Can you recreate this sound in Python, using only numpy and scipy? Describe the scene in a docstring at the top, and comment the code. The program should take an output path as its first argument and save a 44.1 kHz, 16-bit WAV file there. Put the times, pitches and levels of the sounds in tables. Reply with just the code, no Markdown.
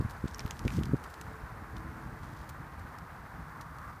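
"""Wind bumps and rumbles on the microphone in an open field, over the roar and faint drone of a far road.
A dog walks across a thinly frozen puddle: its claws tick on the ice, which cracks and crunches under
the paws, each fracture a brief burst coloured by a resonance of the sheet. The steps thin out as the
dog slows and noses about in the grass at the edge. Near the end a distant vehicle draws closer."""
import sys
import numpy as np
from scipy import signal
from scipy.fft import rfft, irfft
from scipy.io import wavfile

SR = 44100
rng = np.random.default_rng(int(sys.argv[2]) if len(sys.argv) > 2 else 0)


def put_to_file(sound):
    """Save the sound as 16-bit audio at rate SR, in the file named by the first command-line argument."""
    columns = np.atleast_2d(sound).T  # one column per channel
    safe = np.clip(columns, -1, 1)
    whole_steps = np.round(safe * 32767)
    wavfile.write(sys.argv[1], SR, whole_steps.astype(np.int16))


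N = 176400
T = np.arange(N) / SR

# Spectrum of snapping ice. Each row: frequency in Hz, gain in dB.
SNAP_SPECTRUM = [(300, -1), (1200, 6), (2300, 5), (4000, 3), (6500, 1), (8500, -1.5), (11000, -4),
                 (13200, -3.5), (16000, -10)]


def amp(db):
    """Decibels to amplitude ratio."""
    return 10 ** (np.asarray(db) / 20)


def unit(x):
    """Normalisation to rms 1."""
    return x / np.sqrt(np.mean(x ** 2) + 1e-20)


def level(points):
    """Amplitude envelope through points. Each row: time in seconds, level in dB."""
    return amp(np.interp(T, *np.transpose(points)))


def add(mix, start_s, sound):
    """Superposition: a sound joins the mix at its start time."""
    at = round(start_s * SR)
    part = mix[max(at, 0):][:len(sound)]
    part += sound[:len(part)]


def colour(x, points):
    """Zero-phase filtering through points. Each row: frequency in Hz, gain in dB."""
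    hz, db = np.transpose(points)
    f = np.fft.rfftfreq(len(x), 1 / SR)
    gain = amp(np.interp(np.log(f + 1), np.log(hz), db))
    return irfft(rfft(x) * gain, len(x))


def noise(spectrum):
    """Spectrally shaped Gaussian noise of rms 1."""
    return unit(colour(rng.standard_normal(N), spectrum))


def drift(rate_hz):
    """Low-passed noise of rms 1, for random modulation."""
    f = np.fft.rfftfreq(N, 1 / SR)
    return unit(irfft(rfft(rng.standard_normal(N)) * np.exp(-(f / rate_hz) ** 2), N))


def grains(per_s, spread_db):
    """A Poisson process of tiny impulses, a few of them large."""
    impulses = rng.standard_normal(N) * (rng.random(N) < per_s / SR)
    return impulses * amp(spread_db * np.minimum(rng.exponential(1, N), 4))


def resonance(x, hz, height_db, width_oct, tilt_db):
    """The spectral peak of a damped resonance; the treble above it slopes by tilt_db per octave."""
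    f = np.geomspace(100, SR / 2, num=300)
    octaves = np.log2(f / hz)
    peak_db = height_db / (1 + (octaves / width_oct) ** 2)
    return colour(x, np.c_[f, peak_db + tilt_db * np.maximum(octaves, 0)])


def wind(lumpy_db=2.2):
    """Turbulent pressure on the microphone makes a lumpy rumble, with one stronger gust."""
    # Spectra. Each row: frequency in Hz, relative density in dB.
    breeze_spectrum = [(20, -48), (35, -8), (55, 1.5), (80, -1), (150, -4), (210, -11), (300, -14.5),
                       (400, -26), (600, -27.5), (1200, -66)]
    gust_spectrum = [(30, -10), (70, -1.5), (120, 1.5), (220, -2.5), (330, -17.5), (450, -24), (700, -68),
                     (2000, -55)]
    # Envelopes. Each row: time in seconds, level in dB.
    breeze_level = [(0, -46), (.15, -49.5), (.36, -46), (.43, -45), (.56, -45), (.63, -37), (.71, -42),
                    (1.0, -47), (1.15, -55.5), (1.27, -46), (1.55, -48), (1.75, -42.5), (2.05, -44),
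                    (2.35, -46), (2.7, -48.5), (2.83, -43.5), (2.95, -49), (3.3, -49), (3.45, -47.5),
                    (3.95, -48.5)]
    gust_level = [(.68, -61), (.735, -37.5), (.80, -31.5), (.83, -44), (.89, -36), (.96, -39.5),
                  (1.02, -90)]
    breeze = unit(noise(breeze_spectrum) * amp(lumpy_db * drift(rate_hz=26)))
    return level(breeze_level) * breeze + level(gust_level) * noise(gust_spectrum)


def road(patchy_db=1.01, waver=0.0068, flutter_db=3):
    """Far tyres radiate broadband noise and engines wavering tones; one vehicle swells as it nears."""
    # Spectra of the road and of the vehicle, with its engine hum and singing tyres.
    # Each row: frequency in Hz, relative density in dB.
    road_spectrum = [(40, -7), (200, -11), (400, -4.5), (580, -5.5), (800, 0), (1050, 1.5), (1600, -1),
                     (2000, -8), (2600, -18), (3500, -34.5), (6000, -33)]
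    vehicle_spectrum = [(100, -18), (135, -20), (165, 11), (205, -17.5), (300, -25), (700, -10), (950, -6),
                        (1140, 1.5), (1330, -3.5), (1550, -5.5), (1900, -12), (3000, -37.5)]
    # Envelopes. Each row: time in seconds, level in dB.
    road_level = [(0, -49), (.7, -49.5), (1.3, -49), (2.0, -49.5), (2.7, -49.5), (3.3, -50.5), (4, -56)]
    vehicle_level = [(2.6, -86), (3.15, -63), (3.55, -49), (3.72, -49.5), (3.88, -44.5), (4, -57.5)]
    # Engine tones. Each row: start and end in seconds, frequency in Hz, rms level at full swell in dB.
    drones = [(.32, 0.5, 425, -58), (1.1, 1.47, 436, -60), (1.45, 2.3, 440, -64.5), (1.15, 1.7, 324, -66),
              (1.68, 2.1, 323, -57), (2.1, 2.85, 316, -62), (1.744, 2.45, 243.8, -59.5)]
    roar = level(road_level) * noise(road_spectrum)
    vehicle = level(vehicle_level) * noise(vehicle_spectrum)
    out = (roar + vehicle) * amp(patchy_db * drift(rate_hz=35))
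    for start, end, hz, db in drones:
        progress = np.clip((T - start) / (end - start), 0, 1)
        swell = np.sqrt(abs(np.sin(np.pi * progress)))
        pitch_hz = hz * (1 + waver * drift(rate_hz=11.6))
        tone = np.sin(2 * np.pi * np.cumsum(pitch_hz) / SR)
        out += amp(db) * swell * unit(tone * amp(flutter_db * drift(rate_hz=15)))
    return out


def hiss():
    """A faint, steady floor of broadband noise."""
    # Each row: frequency in Hz, relative density in dB.
    spectrum = [(500, 4), (2500, 2.5), (4500, 2.5), (7000, -5), (10000, -5), (16000, -3)]
    return amp(-66.5) * noise(spectrum)


def rustle(low_hz=2970, high_hz=13060, pitches=30, decay_s=0.0004):
    """A faint, fine, high rustle around the dog, a superposition of dense, tiny grains."""
    # Each row: time in seconds, level in dB.
    envelope = [(0, -67), (.23, -68), (.4, -64.5), (.6, -65), (.75, -59), (.93, -70), (1.12, -66.5),
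                (1.65, -73.5), (2.05, -70), (2.35, -82), (2.65, -80), (3.95, -93)]
    out, t = np.zeros(N), np.arange(600) / SR
    for hz in np.linspace(low_hz, high_hz, pitches):
        grain = np.sin(2 * np.pi * hz * t) * np.exp(-t / decay_s)
        out += signal.oaconvolve(grains(per_s=7000 / pitches, spread_db=1.9), grain)[:N]
    return level(envelope) * unit(colour(out, SNAP_SPECTRUM))


def wind_bumps(narrowing=4.98, spread=6.3):
    """Pressure pulses on the microphone: each push or pull is balanced by a wider, opposite swing."""
    # Each row: time in seconds, peak in dB, sharpness of the thump in Hz (higher is shorter and
    # brighter), 1 for a push or -1 for a pull.
    bumps = [(.0025, -22, 111, 1), (.0075, -19.5, 210, -1), (0.023, -27, 189, 1), (0.0507, -21.5, 123, 1),
             (0.060, -24, 113, 1), (0.2424, -19.5, 204, -1), (0.2571, -22.5, 193, -1),
             (0.454, -21.5, 125, 1), (.6520, -21.5, 262, 1), (0.6583, -19.5, 114, -1), (.661, -22, 180, 1),
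             (0.6689, -20.5, 245, 1), (.752, -29, 150, 1), (0.772, -28, 120, -1), (0.7819, -25.5, 257, -1),
             (0.7871, -17.5, 208, 1), (0.7915, -23, 170, -1), (0.8128, -21, 170, 1),
             (0.8428, -23.5, 150, -1), (0.8949, -21.5, 150, 1), (0.9364, -13.5, 227, 1),
             (0.9436, -13.5, 213, 1), (1.44, -30, 92.5, 1), (2.064, -30, 110, 1), (2.1280, -33.5, 116, 1),
             (2.235, -33, 116, -1), (2.851, -32.5, 116, -1)]
    out = np.zeros(N)
    for peak_s, db, sharpness_hz, direction in bumps:
        u = narrowing * sharpness_hz * (T - peak_s)
        pulse = np.exp(-u ** 2) - np.exp(-(u / spread) ** 2) / spread
        out += direction * amp(db) * pulse / (1 - 1 / spread)
    return out


def ice_ticks(attack_s=0.0005, flatness=0.8):
    """Impulsive excitation: a claw or a crack makes a broad burst, coloured by a resonance of the ice."""
    # Each row: start in seconds, level in dB, resonance in Hz, its height in dB,
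    # decay time in seconds, treble slope in dB per octave.
    ticks = [(.0090, -52, 4500, 15, 0.00051, 0), (0.013, -56, 4030, 4, .0008, -2),
             (0.0966, -50, 4260, 18, .0014, 5), (0.1084, -48.5, 4000, 3, 0.0019, 3),
             (0.2755, -50, 3700, 8, 0.0024, -9), (0.2808, -47.5, 7600, 7, 0.0021, -15),
             (.2905, -55, 4500, 6, .001, -5), (.3120, -51, 5400, 8, .0007, -10),
             (.337, -53, 5000, 6, .0005, 0), (0.342, -49, 6000, -1, 0.00058, 2),
             (0.3458, -37, 5600, 26, 0.00049, -1), (0.3461, -43, 6600, 18, .0005, -5),
             (0.3833, -46.5, 12800, 12, 0.00069, 1), (.3934, -34.5, 5500, 16, 0.00087, -5),
             (0.393, -43, 2400, 31, .0012, -4), (0.404, -43.5, 4070, 3, 0.0029, -6),
             (0.4624, -40.5, 4300, 0, 0.00036, -18), (0.464, -50, 12800, 23, 0.0016, 2),
             (0.478, -46, 4000, 3, 0.00051, -6), (0.5090, -34, 6560, 14.5, 0.00068, -8),
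             (0.509, -36, 3550, 10, 0.00066, -0.5), (0.5685, -50, 4500, 6, 0.00049, -6),
             (0.5928, -39, 5700, 8, 0.00057, -3), (0.679, -31.5, 2010, 3.5, .0005, -4),
             (0.6794, -33.5, 2400, 24, 0.0014, -2), (0.704, -40.5, 2480, 13, 0.0012, -3),
             (0.7912, -46, 3600, 3, .0008, -10), (0.8347, -37, 3280, 5, 0.00053, -2.5),
             (0.8558, -45.5, 4900, 10, 0.0017, 1), (.8715, -58, 4500, 5, .0008, 2),
             (0.9665, -55.5, 4500, 5, .0015, 3), (1.064, -58, 4500, 11, 0.0013, -2),
             (1.1403, -47.5, 3950, 6, 0.0018, -1), (1.333, -62, 4000, 10, .002, -3),
             (1.767, -50.5, 4000, 8, 0.0014, -3), (1.781, -56, 4000, 6, .002, 3),
             (2.441, -61, 3600, 7, .0015, -5), (2.9855, -51.5, 5260, 11, 0.0019, 4),
             (3.611, -49.5, 4000, 6, 0.0014, 1)]
    out, t = np.zeros(N), np.arange(4096) / SR
    lead = 512  # samples of room for the filters to spread ahead of the onset
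    for start, db, hz, height_db, decay_s, tilt_db in ticks:
        envelope = np.exp(-t / decay_s) * (1 - np.exp(-t / attack_s))
        spectrum = rfft(np.roll(rng.standard_normal(len(t)) * envelope, lead))
        whitened = irfft(spectrum / abs(spectrum) ** flatness)
        snap = resonance(colour(whitened, SNAP_SPECTRUM), hz, height_db, width_oct=0.2, tilt_db=tilt_db)
        burst_rms = np.sqrt(np.sum(snap ** 2) / ((attack_s + decay_s) * SR))
        add(out, start - lead / SR, amp(db) * snap / burst_rms)
    return out


def scatter(x, t60_s=0.04, build_s=0.009, tail_db=-14):
    """Scattering by the ice sheet and the ground adds a short, faint tail."""
    t = np.arange(SR // 5) / SR
    tail = rng.standard_normal(len(t)) * amp(-60 * t / t60_s) * (1 - np.exp(-t / build_s))
    return x + amp(tail_db) * signal.fftconvolve(x, tail / np.linalg.norm(tail))[:N]


def paw_crunches(clump_db=2.5):
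    """Brittle fracture: ice and frozen grass give way under a paw in quick clumps of tiny cracks."""
    # Each row: start and length in seconds, rms level in dB, centre in Hz, treble slope in dB per octave.
    crunches = [(0.09, 0.049, -64, 5030, 4), (0.649, 0.015, -57.5, 5000, -7), (0.717, 0.095, -56, 5800, -1),
                (1.038, 0.012, -53.5, 4600, 2.5), (1.099, 0.015, -63, 6000, 5),
                (1.2088, 0.015, -50.5, 7000, 0), (1.765, 0.007, -55.5, 4100, -5),
                (2.228, 0.011, -63, 4000, -5), (2.490, 0.015, -52.5, 7500, 7),
                (2.793, 0.0099, -63, 7000, 5), (3.609, 0.016, -55.5, 6000, -1),
                (3.784, 0.0049, -57, 5500, 1)]
    clumps = amp(clump_db * drift(rate_hz=90))
    fractures = colour(clumps * grains(per_s=2500, spread_db=3.2), SNAP_SPECTRUM)
    out = np.zeros(N)
    for start, length, db, hz, tilt_db in crunches:
        progress = np.arange(0, 1, 1 / (length * SR))
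        envelope = np.sin(np.pi * progress ** 0.56)  # quick rise, slower fall
        run = fractures[round(start * SR):][:len(progress)]
        crunch = resonance(run, hz, height_db=4.5, width_oct=0.41, tilt_db=tilt_db)
        add(out, start, amp(db) * unit(crunch * envelope))
    return out


def grass_swish():
    """Friction: the dog brushes through wet grass, and dense, tiny impulses merge into a soft crackle."""
    # Each row: time in seconds, level in dB.
    envelope = [(2.1, -86), (2.22, -68), (2.34, -66), (2.45, -66.5), (2.55, -75)]
    # Each row: frequency in Hz, relative density in dB.
    spectrum = [(2000, -31), (3200, -1), (4400, -3.5), (5800, -5), (8000, -9), (14000, -14)]
    return level(envelope) * unit(colour(grains(per_s=1500, spread_db=2.5), spectrum))


def scene():
    """The dog, the wind, the road and the hiss superpose in one channel."""
    dog = scatter(ice_ticks() + paw_crunches()) + rustle() + grass_swish()
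    return (dog + wind_bumps() + wind() + road() + hiss())[None]


def record(dry, low_cut_hz=31, band_edge_hz=15350):
    """Band limiting: the microphone's low cut, then a steep low-pass."""
    high_pass = signal.butter(2, low_cut_hz, "high", fs=SR, output="sos")
    low_pass = signal.firwin(611, band_edge_hz, window=("kaiser", 8), fs=SR)
    thinned = signal.sosfiltfilt(high_pass, dry, padtype="even")
    return signal.oaconvolve(thinned, low_pass[None], "same")


dry = scene()
out = record(dry)
put_to_file(out)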